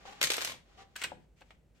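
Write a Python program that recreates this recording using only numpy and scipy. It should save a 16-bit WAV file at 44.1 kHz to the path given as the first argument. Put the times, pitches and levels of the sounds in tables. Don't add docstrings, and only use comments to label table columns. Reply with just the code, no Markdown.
import sys
import numpy as np
from scipy import signal
from scipy.fft import rfft, irfft
from scipy.io import wavfile
from scipy.ndimage import uniform_filter1d

SR = 44100
rng = np.random.default_rng(int(sys.argv[2]) if len(sys.argv) > 2 else 0)


def digitize_waveform(pressure):
    field = np.atleast_2d(pressure).T
    bounded = np.clip(field, -1, 1)
    quanta = np.round(bounded * 32767).astype(np.int16)
    wavfile.write(sys.argv[1], SR, quanta)


N = 79380
TIME_S, FREQ_HZ = np.arange(N) / SR, np.fft.rfftfreq(N, 1 / SR)


def undb(db):
    return 10 ** (np.asarray(db) / 20)


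def unit(x):
    return x / np.sqrt(np.sum(x ** 2, axis=-1, keepdims=True) + 1e-18)


def convolve(x, response):
    return irfft(rfft(x, 2 * N) * rfft(response, 2 * N))[..., :N]


def on_log_axis(points, hz):
    point_hz, value = np.array(points).T
    return np.interp(np.log(hz + 1), np.log(point_hz), value)


def colour(points):
    size = 2048
    gain = undb(on_log_axis(points, np.fft.rfftfreq(size, 1 / SR)))
    cepstrum = irfft(np.log(gain))
    cepstrum[1:size // 2] *= 2
    cepstrum[size // 2:] = 0
    response = irfft(np.exp(rfft(cepstrum)))
    return np.pad(unit(response), (0, N - size))


def decay(t60):
    return np.exp(-np.log(1000) * TIME_S / t60)


def ring(modes):
    response = np.zeros(N)
    for hz, db, t60 in modes:
        mode = unit(np.sin(2 * np.pi * hz * TIME_S) * decay(t60))
        response += rng.choice([-1, 1]) * undb(db) * mode
    return unit(response)


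def two_mics(x, left_lag_ms):
    delay_s = np.maximum(np.array([[left_lag_ms], [-left_lag_ms]]), 0) / 1000
    hz = np.fft.rfftfreq(len(x), 1 / SR)
    return irfft(rfft(x) * np.exp(-2j * np.pi * hz * delay_s), len(x))


def grit(count, spread_db):
    signs = rng.choice([-1, 1], count)
    sizes = undb(spread_db * np.clip(rng.standard_normal(count), -2, 2))
    return unit(signs * sizes) * np.sqrt(count)


def friction(spread_db, left_lag_ms, clutter_db):
    scattered = np.array([grit(N, spread_db) for _ in range(2)])
    direct = two_mics(grit(N, spread_db), left_lag_ms)
    return unit(direct + undb(clutter_db) * scattered) * np.sqrt(N)


def swells(table):
    return sum(undb(db) * np.clip(1 - (2 * (TIME_S - start) / length - 1) ** 2, 0, 1) ** 0.48
               for start, length, db in table)


def strikes(table, chatter_s, spread_db, left_lag_ms, clutter_db, clutter_s):
    size, treble_corner_hz, bass_corner_hz = 4096, 5160, 920
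    t, hz = np.arange(size) / SR, np.fft.rfftfreq(size, 1 / SR)
    treble_shelf = hz ** 4 / (hz ** 4 + treble_corner_hz ** 4)
    bass_shelf = 1 / (1 + (hz / bass_corner_hz) ** 4)
    echo_envelope = (1 - np.exp(-t / chatter_s)) * np.exp(-t / clutter_s)
    hits = np.zeros((2, N + size))
    for start, db, treble_db, bass_db in table:
        flurry = unit(grit(size, spread_db) * t * np.exp(-t / chatter_s))
        echoes = unit(rng.standard_normal((2, size)) * echo_envelope)
        hit = two_mics(flurry, left_lag_ms) + undb(clutter_db) * echoes
        gain = undb(db + treble_db * treble_shelf + bass_db * bass_shelf)
        i = int(start * SR)
        hits[:, i:i + size] += irfft(rfft(hit) * gain)
    return hits[:, :N]


# (frequency [Hz], t60 [s])
ROOM_T60 = [(100, .45), (600, .38), (2500, .3), (7000, .26), (15000, .18)]


def in_room(x, pan_db, room_db):
    centres_hz = np.geomspace(100, 16000, 8)
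    noise, tail = rfft(rng.standard_normal((2, N))), 0
    for centre, share in zip(centres_hz, np.eye(len(centres_hz))):
        band = irfft(noise * on_log_axis(list(zip(centres_hz, share)), FREQ_HZ), N)
        tail = tail + band * decay(on_log_axis(ROOM_T60, centre))
    build_up = 1 - np.exp(-TIME_S / 0.0027)
    reverb = convolve(x, unit(tail * build_up))
    return (x + undb(room_db) * reverb) * undb(np.array([[pan_db], [-pan_db]]) / 2)


# (frequency [Hz], level [dB])
ROOM_TONE_COLOUR = [(20, -17.5), (35, -18.5), (50, 5.5), (70, -2.5), (120, -8.5), (175, -6.5), (280, -15),
                    (550, -17), (1000, -30.5), (2400, -34), (5000, -42), (8000, -41.5), (10000, -47),
                    (15500, -48.5)]


def room_tone():
    rumble_db, hum_db, hum_hz = -65, -74.5, 49.05
    mid, side = rfft(rng.standard_normal((2, N))) * undb(on_log_axis(ROOM_TONE_COLOUR, FREQ_HZ))
    width = on_log_axis([(50, 0.27), (300, .4), (2000, 0.54)], FREQ_HZ)
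    left_right = mid + np.array([[1], [-1]]) * width * side
    rumble = unit(irfft(left_right, N)) * np.sqrt(N)
    hum = np.sqrt(2) * np.sin(2 * np.pi * hum_hz * TIME_S)
    return undb(rumble_db) * rumble + undb(hum_db) * hum


# (time [s], length [s], level [dB])
RUSTLES = [(.06, 0.11, -61), (.975, 0.054, -50), (1.19, 0.067, -79), (1.36, 0.076, -71.5),
           (1.44, 0.12, -75.5), (1.745, 0.053, -73.5)]
THUDS = [(.225, 0.048, -54), (.36, 0.226, -63.5), (1.05, 0.072, -60), (1.127, 0.022, -55.5),
         (1.155, 0.059, -60.5)]
# (frequency [Hz], level [dB])
RUSTLE_COLOUR = [(200, -19.5), (1000, -5.5), (2400, 1.5), (4000, -6), (7500, -8.5), (10000, -21),
                 (15500, -25)]
THUD_COLOUR = [(30, -18), (70, -4), (130, 0), (220, -3.5), (450, -9.5), (900, -28.5), (3000, -56)]


def handling():
    rubbing = swells(RUSTLES) * friction(spread_db=11.5, left_lag_ms=0, clutter_db=6)
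    bumping = swells(THUDS) * friction(spread_db=9, left_lag_ms=0, clutter_db=-15.5)
    rustle = convolve(rubbing, colour(RUSTLE_COLOUR))
    thud = convolve(bumping, colour(THUD_COLOUR))
    return in_room(rustle + thud, pan_db=2.5, room_db=-6)


# (time [s], length [s], level [dB])
SCRAPES = [(-.02, 0.11, -60), (.052, .052, -51.5), (.095, 0.039, -55.5), (0.124, .014, -52.5),
           (0.136, 0.2, -55.5), (.65, 0.21, -66), (.772, 0.067, -57.5), (.85, 0.2, -72.5)]
# (frequency [Hz], level [dB])
SLIDE_COLOUR = [(100, -6), (500, 0.5), (1200, 6.5), (2000, 1.5), (3300, 0), (7000, -9), (10000, -25.5),
                (12000, -22.5), (15500, -42)]
# (frequency [Hz], level [dB], t60 [s])
SLIDE_MODES = [(557, -2.5, 0.017), (820, 1.5, 0.091), (773, -6, 0.027), (1000, -10.5, 0.034),
               (1167, -12.5, 0.15), (1748, -1.5, .04)]
# (time [s], length [s], starting pitch [Hz], level [dB])
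SQUEAKS = [(.076, .022, 775, -45), (0.098, 0.05, 802, -56.5), (0.778, 0.051, 758, -57)]


def tray_scrapes():
    ring_db, rise_hz_per_s, roughness = -5, 1000, .025
    body = unit(colour(SLIDE_COLOUR) + undb(ring_db) * ring(SLIDE_MODES))
    rubbing = swells(SCRAPES) * friction(spread_db=6.5, left_lag_ms=.12, clutter_db=4)
    slide = convolve(rubbing, body)
    waver = unit(uniform_filter1d(rng.standard_normal(N), size=120)) * np.sqrt(N)
    for start, length, pitch_hz, db in SQUEAKS:
        hz = (pitch_hz + rise_hz_per_s * (TIME_S - start)) * (1 + roughness * waver)
        slide += swells([(start, length, db)]) * np.sin(2 * np.pi * np.cumsum(hz) / SR)
    return in_room(slide, pan_db=0.9, room_db=-9)


# (time [s], level [dB])
KNOCKS = [(.0535, -8), (.542, -11), (1.1187, 2.5), (1.122, -8), (1.131, -10), (1.4147, -14.5)]
# (frequency [Hz], level [dB], t60 [s])
BENCH_MODES = [(312, -13, 0.13), (502, 0, 0.18), (579, 0, 0.031), (741, 5.5, .04), (831, 1, 0.055),
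               (1010, -5, 0.022), (1640, -4, 0.036)]


def bench_knocks():
    gain_db = -17.5
    blows = np.zeros(N)
    for start, db in KNOCKS:
        blows[int(start * SR)] += undb(gain_db + db)
    bench = convolve(blows, ring(BENCH_MODES))
    return in_room(two_mics(bench, left_lag_ms=-0.2), pan_db=6, room_db=-14.5)


# (time [s], level [dB], treble lift [dB], bass lift [dB], relative ring level [dB], ring centre [Hz])
CLACKS = [(0.9558, -20, 5, -10, -20, 1600), (.9588, -12.5, -8, -13, 2.5, 1550),
          (0.9619, -13, 14.5, -0.5, 2.5, 1700), (1.0139, -25, 12, 9.5, -15, 2000),
          (1.0168, -7, 5, -6, -13.5, 2200), (1.024, -8.5, 3, -6.5, -4, 2600),
          (1.0363, -5.5, 12, -22, -18.5, 2800), (1.0396, -1.5, 0.5, -9, 2.5, 2700),
          (1.0455, -13, 10.5, 6, 7.5, 2700), (1.097, -32.5, -15, 12, -7.5, 1900),
          (1.408, -35.5, 10, 0, -16, 2000), (1.418, -28.5, -4, 9, 2, 1900),
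          (1.5057, -21.5, -9, -1, -11.5, 2480)]
# (frequency [Hz], level [dB])
PIECE_COLOUR = [(80, -23.5), (300, -5.5), (600, -1), (1100, -1), (1600, 1.5), (2800, 1), (4500, -6),
                (6000, -15), (8300, -11.5), (10200, -29.5), (12000, -20.5), (14000, -37), (15500, -31)]
# (frequency [Hz], level [dB], t60 [s])
PIECE_MODES = [(1560, 0, .06), (1665, 0, .06), (1960, -5, .05), (2260, -5, .04), (2530, 0, .045),
               (2832, 0, .045), (4452, -6, .035)]


def piece_clacks():
    gain_db, ring_width_octaves, ring_delay_s = -8.5, 0.67, 0.000917
    hits = strikes([row[:4] for row in CLACKS], chatter_s=0.0012, spread_db=4,
                   left_lag_ms=0, clutter_db=1, clutter_s=0.01)
    rings = np.zeros(N)
    for start, db, _, _, ring_db, centre_hz in CLACKS:
        modes = [(hz, mode_db - 6 * abs(np.log2(hz / centre_hz)) / ring_width_octaves, t60)
                 for hz, mode_db, t60 in PIECE_MODES]
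        i = int((start + ring_delay_s) * SR)
        rings[i:] += undb(db + ring_db) * ring(modes)[:N - i]
    contacts = in_room(convolve(hits, colour(PIECE_COLOUR)), pan_db=1.5, room_db=-10.5)
    return undb(gain_db) * (contacts + rings)


# (time [s], level [dB], treble lift [dB], bass lift [dB])
PART_HITS = [(.2132, -1.5, -4, 0), (.218, -8.5, -5, 6), (.2272, -1, 2.5, -2), (.2372, -2, 2.5, -1.5),
             (.2395, -8.5, 0.5, 1), (.2435, -8.5, 5.5, -8), (.254, -14.5, 8, -4), (.2702, -9, 0.5, 2),
             (.3017, -2, -0.5, 3), (.3075, -11, 0.5, 0), (.3168, -5, 2.5, 1.5), (.3345, -9.5, 2.5, -9),
             (.3405, -8, -3, 0), (.3665, -17.5, 11.5, 8.5), (.3805, -8.5, -9, 7.5), (.3865, -18.5, 1, 13.5),
             (.407, -15, -2, 0), (.4145, -10.5, 1, 2), (.42, -11, 0, 4.5), (.4468, -10, 7, 4),
             (.4525, -14.5, 0.5, -20), (.4735, -11, -6.5, 0.5), (.495, -12.5, -33, 2), (.5185, -19, 0, 8.5)]
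# (time [s], level [dB])
JOSTLE = [(0.209, -59), (0.214, -38), (.245, -44), (.29, -47.5), (.35, -42), (.40, -46.5), (.43, -42),
          (0.506, -44), (0.546, -65), (.58, -79)]
# (frequency [Hz], level [dB])
TRAY_COLOUR = [(60, -45.5), (170, -20), (280, -8), (550, -3.5), (850, -6.5), (1200, -1.5), (2400, 3),
               (4000, 2.5), (6300, -3.5), (8500, -4), (10000, -12.5), (12000, -6.5), (13800, -21),
               (15500, -22)]
# (frequency [Hz], level [dB])
PART_MODES = [(1077, -1.5), (1415, -7.5), (1528, -15), (1902, -7), (1943, -2.5), (2195, -3), (2308, -3.5),
              (2340, 1), (2428, -2), (2556, -9.5), (3020, -5.5), (3360, -3.5), (3760, -1.5), (4142, -5.5),
              (4630, -8), (4892, -4), (5646, -6), (6381, 2.5), (7650, -4)]


def parts_rattle():
    hit_gain_db, ring_db, ring_t60_s = -3, -12, .17
    hits = strikes(PART_HITS, chatter_s=0.0013, spread_db=7.5,
                   left_lag_ms=.14, clutter_db=2, clutter_s=0.0046)
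    times, levels_db = np.array(JOSTLE).T
    jostle_envelope = undb(np.interp(TIME_S, times, levels_db, left=-120, right=-120))
    jostle = jostle_envelope * friction(spread_db=10, left_lag_ms=0.16, clutter_db=2)
    modes = [(hz, db, ring_t60_s) for hz, db in PART_MODES]
    metal = np.array([ring(modes) for _ in range(2)])
    body = colour(TRAY_COLOUR) + undb(ring_db) * metal
    clatter = convolve(undb(hit_gain_db) * hits + jostle, body)
    return in_room(clatter, pan_db=1.5, room_db=-8.5)


def scene():
    return room_tone() + handling() + tray_scrapes() + bench_knocks() + piece_clacks() + parts_rattle()


def record(dry):
    top_hz = 16000
    return signal.sosfilt(signal.ellip(8, .2, 70, top_hz, fs=SR, output="sos"), dry)


dry = scene()
out = record(dry)
digitize_waveform(out)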